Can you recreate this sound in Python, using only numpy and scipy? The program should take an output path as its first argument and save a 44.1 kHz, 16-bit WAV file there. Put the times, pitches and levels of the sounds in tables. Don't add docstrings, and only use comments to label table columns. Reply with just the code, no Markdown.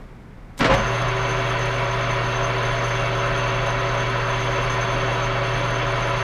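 import sys
import numpy as np
from scipy import signal
from scipy.fft import rfft, irfft, next_fast_len
from scipy.io import wavfile
from scipy.ndimage import uniform_filter1d, map_coordinates

SR = 44100
rng = np.random.default_rng(int(sys.argv[2]) if len(sys.argv) > 2 else 0)


def natural_amplitude(level_db):
    exponent = np.asarray(level_db, float) / 20
    return 10 ** exponent


def file_out(sig):
    cols = np.atleast_2d(sig).T
    lim = np.clip(cols, -1, 1)
    pcm = np.round(lim * 32767).astype(np.int16)
    wavfile.write(sys.argv[1], SR, pcm)


N = 274743
T = np.arange(N) / SR
MAINS_HZ, MOTOR_HZ, BELT_HZ, SPINDLE_HZ, TEETH_HZ = 120.01, 29.84, 6.684, 9.614, 162.17


def unit(x):
    return x / np.sqrt(np.mean(x ** 2) + 1e-20)


def along(points, hz):
    f, v = np.transpose(points)
    return np.interp(np.log(hz + 1), np.log(f + 1), v)


def curves(rows):
    s, *cols = np.transpose(rows)
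    return [np.interp(T, s, c) for c in cols]


def wobble(rate):
    coarse = T[::64]
    knots = rng.standard_normal(int(N * rate / SR) + 4)
    return np.interp(T, coarse, map_coordinates(knots, [coarse * rate]))


def filtered(x, response):
    m = next_fast_len(len(x) + 8192)
    return irfft(rfft(x, m) * response(np.fft.rfftfreq(m, 1 / SR)), m)[:len(x)]


def tones(cycles, db, unsteady_db):
    total = 0
    for c, d in zip(cycles, db):
        level = natural_amplitude(d + unsteady_db * wobble(2.99)) * np.sqrt(2)
        total = total + level * np.sin(2 * np.pi * (c + rng.random()))
    return total


# freq_hz, density_db
SHOP_SPECTRUM = [(12, -26), (20, -5), (31, -3), (42, -7), (60, -12), (92, -17), (150, -13.5), (245, -17),
                 (298, -22.5), (400, -21), (491, -24.5), (1230, -29.5), (2250, -33.5), (2550, -40.5),
                 (15500, -64)]


def shop():
    low = lambda hz: 1 / (1 + (hz / 300) ** 6)
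    rumble = filtered(rng.standard_normal(N), lambda hz: natural_amplitude(along(SHOP_SPECTRUM, hz)) * np.sqrt(low(hz)))
    air = filtered(rng.standard_normal(N), lambda hz: natural_amplitude(along(SHOP_SPECTRUM, hz)) * np.sqrt(1 - low(hz)))
    air_db = -49.5 + 3.5 * np.exp(-T / 0.06)
    far_hum = tones([MAINS_HZ * T], [-50], unsteady_db=4.0)
    ducked = natural_amplitude(-6 * np.clip((T - .6) / .1, 0, 1))
    return ducked * (natural_amplitude(-41.5) * unit(rumble) + natural_amplitude(air_db) * unit(air) + far_hum)


# start_s, level_db, ring_hz
SWITCH_TICKS = [
    (0.573, -43, 4040),
    (0.578, -28, 7340),
    (.5903, -24, 8400),
    (.683, -44, 9500),
    (.729, -37, 7000),
    (.741, -28, 4470),
]


def switch():
    out, t = np.zeros(N), T[:SR // 2]
    for s, db, hz in SWITCH_TICKS:
        click = unit(filtered(rng.standard_normal(len(t)), lambda f: 1 / (1 + (f / 9000) ** 2.7)))
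        ring = 0.33 * np.sin(2 * np.pi * hz * t)
        out[round(s * SR):][:len(t)] += natural_amplitude(db - 8.5 - 60 * t / 0.064) * (click + ring)
    return out


# mains_multiple, level_db
HUM_TONES = [(1, -28.1), (2, -53), (3, -56), (4, -55)]
# belt_multiple, level_db
BELT_SIDE_TONES = [(-2, -55.5), (1, -55), (2, -46.7), (3, -47.2), (4, -49.8), (5, -48), (6, -55.5),
                   (7, -49.7)]
# motor_multiple, mains_multiple, level_db
ROTOR_TONES = [(1, 0, -46), (1, 1, -48), (34, 0, -42.7), (34, 1, -52), (33, 1, -50), (34, 2, -47),
               (34, 4, -52), (68, 0, -53)]


def hum(turned, pull_db):
    pure = tones([k * MAINS_HZ * T for k, _ in HUM_TONES], [d for _, d in HUM_TONES], unsteady_db=0.0)
    sides = [(MAINS_HZ * T + k * BELT_HZ * turned, d) for k, d in BELT_SIDE_TONES]
    sides += [(m * MAINS_HZ * T + k * MOTOR_HZ * turned, d) for k, m, d in ROTOR_TONES]
    return natural_amplitude(pull_db) * (pure + tones(*zip(*sides), unsteady_db=-0.9))


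# turning_multiple, level_db
BELT_TONES = [(3, -56), (4, -41.6), (5, -43.5), (6, -52), (7, -38.3), (12, -61), (14, -59)]
# turning_multiple, level_db
SPINDLE_TONES = [(1, -53), (32, -54), (39, -56), (40, -37), (41, -52), (45, -54), (48, -53), (59, -36),
                 (60, -43), (66, -51), (80, -55)]
# meshing_multiple, level_db
TEETH_TONES = [(4, -43.6), (5, -52), (6, -45), (8, -50.5), (9, -55.5), (12, -58), (14, -53), (16, -56.5),
               (17, -59), (21, -58)]
# freq_hz, level_db
PART_TONES = [(315, -53), (678.5, -38), (1368, -48.6), (1750.3, -51), (1975.8, -56), (3051.5, -52),
              (3171.4, -58), (3346, -57)]


def shafts(turned):
    rows = []
    for hz, table in ((BELT_HZ, BELT_TONES), (SPINDLE_HZ, SPINDLE_TONES), (TEETH_HZ, TEETH_TONES), (1, PART_TONES)):
        rows += [(k * hz * turned, d) for k, d in table]
    return tones(*zip(*rows), unsteady_db=0.5)


# freq_hz, width_hz, lift_db
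CASTING_MODES = [(151, 53, 12), (185, 29, 7), (255, 32, 9.5), (304, 18, 10.5), (389, 18, 12.5),
                 (472, 31, 8.5), (552, 35, 12), (640, 35, 4.5), (684, 17, 8), (993, 62, 9.5),
                 (1062, 39, 4.5), (1155, 53, 5.5), (1297, 40, 9), (1385, 30, 7), (1506, 130, 5),
                 (1710, 76, 3), (1856, 32, 7.5), (2060, 52, 2.5), (2254, 96, 6.5), (2682, 20, 11),
                 (2786, 18, 7.5), (3254, 240, 3.5), (3425, 54, 8), (3890, 89, 6), (4295, 19, 10.5),
                 (4490, 74, 9.5)]


def casting(hz):
    lift = sum(natural_amplitude(db) ** 2 / (1 + (2 * (hz - c) / w) ** 2) for c, w, db in CASTING_MODES)
    return np.sqrt(1 + lift)


# freq_hz, density_db
RUSH_SPECTRUM = [(12, -44), (20, -30), (62, -23), (105, -18.5), (207, -20.5), (382, -15.5), (800, -10),
                 (1010, -9), (1900, -12), (2760, -15), (5690, -33), (6900, -41), (7520, -47.5),
                 (15500, -64.5)]


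def rolling_colour(hz):
    return natural_amplitude(along(RUSH_SPECTRUM, hz)) * casting(hz)


def rolling_rush(throb_db):
    z = signal.stft(rng.standard_normal(N), nperseg=512)[2]
    patches = uniform_filter1d(rng.standard_normal(z.shape), size=7, axis=0)
    patches = uniform_filter1d(patches, size=8, axis=1)
    noise = signal.istft(z * natural_amplitude(unit(patches)), nperseg=512)[1][:N]
    return unit(filtered(noise * natural_amplitude(0.077 * throb_db), rolling_colour))


# start_s, peak_db
BURSTS = [(1.1607, -41), (1.6526, -36), (1.7868, -42), (1.8826, -47.5), (2.0996, -46), (2.58, -45),
          (2.6653, -43), (2.8833, -37), (3.5114, -47), (3.6591, -29), (3.8611, -48.5), (3.9419, -39),
          (4.6997, -40), (5.0404, -55), (5.5318, -46), (5.7393, -43)]


def bunching():
    s, db = np.transpose(BURSTS)
    coarse = T[::64]
    age = np.maximum(coarse - s[:, None], 0)
    shape = np.exp(-age / 0.015) * (1 - np.exp(-age / 0.0048))
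    return np.interp(T, coarse, (db + 49) @ shape)


# freq_hz, width_hz, level_db
RACE_MODES = [(5244, 90, -20), (6258, 34, 3), (6480, 30, -9), (9200, 42, -16.5), (10306, 36, -17.5),
              (10789, 32, -18), (13270, 80, -38), (14260, 36, -29), (15223, 45, -35)]


def ball_rattle(turn, throb_db):
    chatter = rng.standard_normal(N) * natural_amplitude(throb_db + 3.2 * np.minimum(rng.exponential(size=N), 7.5))
    beat = natural_amplitude(1.6 * np.sin(turn) + 2.2 * np.sin(2 * turn))
    rings = 0
    for c, w, db in RACE_MODES:
        strikes = chatter * beat * natural_amplitude(2.5 * wobble(22))
        rings = rings + natural_amplitude(db) * filtered(strikes, lambda f: 1j * f * w / (c * c - f * f + 1j * f * w))
    treble = lambda hz: rolling_colour(hz) * hz ** 2 / (hz ** 2 + 5000 ** 2)
    fizz = unit(filtered(chatter * natural_amplitude(-.6 * throb_db), treble))
    singing = np.clip((T - .705) / .012, 0, 1)
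    lift_db = bunching()
    return natural_amplitude(-63.5) * (singing * natural_amplitude(17.0 + lift_db) * unit(rings) + natural_amplitude(19 + .4 * lift_db) * fizz)


def bearings(turned):
    turn = 2 * np.pi * SPINDLE_HZ * turned
    throb_db = 0.2 * np.sin(turn) + 1.7 * np.sin(2 * turn + 3.2) + 0.77 * wobble(6.9) + 1.0 * wobble(35)
    return natural_amplitude(-25.5) * rolling_rush(throb_db) + ball_rattle(turn, throb_db)


# freq_hz, density_db
SCRAPE_SPECTRUM = [(59, -40), (100, 0), (177, -3), (270, -3), (362, -17), (467, -5.5), (998, -6),
                   (1210, -6.5), (1660, -6), (6000, -25), (15500, -59)]
# start_s, scrape_db, brightness_hz, thud_hz, thud_db
JOLTS = [(.597, -22, 3000, 67, -28), (0.6053, -11.5, 3241, 1910, -23), (0.6254, -15, 3241, 1320, -24),
         (0.6432, -10.5, 4000, 468, -18), (.655, -12, 2500, 647, -19), (.668, -17, 2000, 1880, -22),
         (.686, -31, 700, 532, -14), (0.682, -28, 500, 49, -10), (.695, -14, 900, 1020, -13.5),
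         (.706, -19.5, 1100, 856, -17), (.718, -18.5, 1500, 544, -16.5), (.736, -15.5, 12000, 730, -23),
         (0.749, -23, 500, 40.3, -17), (.775, -24, 1600, 214.6, -23.5)]


def belt_jolts():
    out, t = np.zeros(N), T[:SR // 2]
    for s, db, bright_hz, hz, thud_db in JOLTS:
        dull = 1 / (1 + (bright_hz / 1200) ** 4)
        rise_s = 0.0022 + dull * (0.0097 - 0.0022)
        scrape_t60 = 0.084 + dull * (0.31 - 0.084)
        colour = lambda f: natural_amplitude(along(SCRAPE_SPECTRUM, f)) / np.sqrt(1 + (f / (3 * bright_hz)) ** 2)
        scrape = unit(filtered(rng.standard_normal(len(t)), colour))
        scrape *= natural_amplitude(db - 60 * t / scrape_t60) * (1 - np.exp(-t / rise_s))
        thud_t60 = 0.37 / (1 + (hz / 850) ** 2)
        thud = natural_amplitude(thud_db - 60 * t / thud_t60) * np.sin(2 * np.pi * hz * t) * (1 - np.exp(-t * hz / 2.6))
        out[round(s * SR):][:len(t)] += scrape + thud
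    return out


# centre_s, level_db, half_length_s
SURGES = [
    (0.618, -20.5, 0.016),
    (.643, -31, .01),
    (0.747, -18.5, 0.014),
]


def growl():
    slip = np.exp(-np.maximum(T - .622, 0) / 0.0281)
    cycles = np.cumsum(MAINS_HZ + (259.6 - MAINS_HZ) * slip) / SR
    surges = sum(natural_amplitude(db) * np.exp(-((T - s) / half) ** 2) for s, db, half in SURGES)
    return surges * tones([cycles], [0], unsteady_db=0.0)


# time_s, load_db, magnetic_pull_db
DRIVE = [
    (.59, -6, -40),
    (.62, 1, -7),
    (.67, -1, -3),
    (.76, 1, -1),
    (.83, .5, -3),
    (.9, .5, 1.5),
    (1.2, 0.5, 0),
]


def scene():
    load_db, pull_db = curves(DRIVE)
    running = np.maximum(T - .59, 0)
    turned = np.cumsum(1 - (1 - .3) * np.exp(-running / .04)) / SR
    on = np.clip(running / 0.0072, 0, 1)
    lathe = on * (hum(turned, pull_db) + natural_amplitude(load_db) * (shafts(turned) + bearings(turned)))
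    return (shop() + switch() + lathe + belt_jolts() + growl())[None]


def low_pass(x):
    return signal.sosfilt(signal.butter(12, 15980, fs=SR, output="sos"), x)


def record(dry):
    fade_out = np.clip((T[-1] - T) * 400, 0, 1)
    x = filtered(dry[0] * fade_out, lambda hz: hz < 15290)
    x = x / (1 + np.abs(x / 2.0) ** 3) ** (1 / 3)
    return low_pass(x[None])


dry = scene()
out = record(dry)
file_out(out)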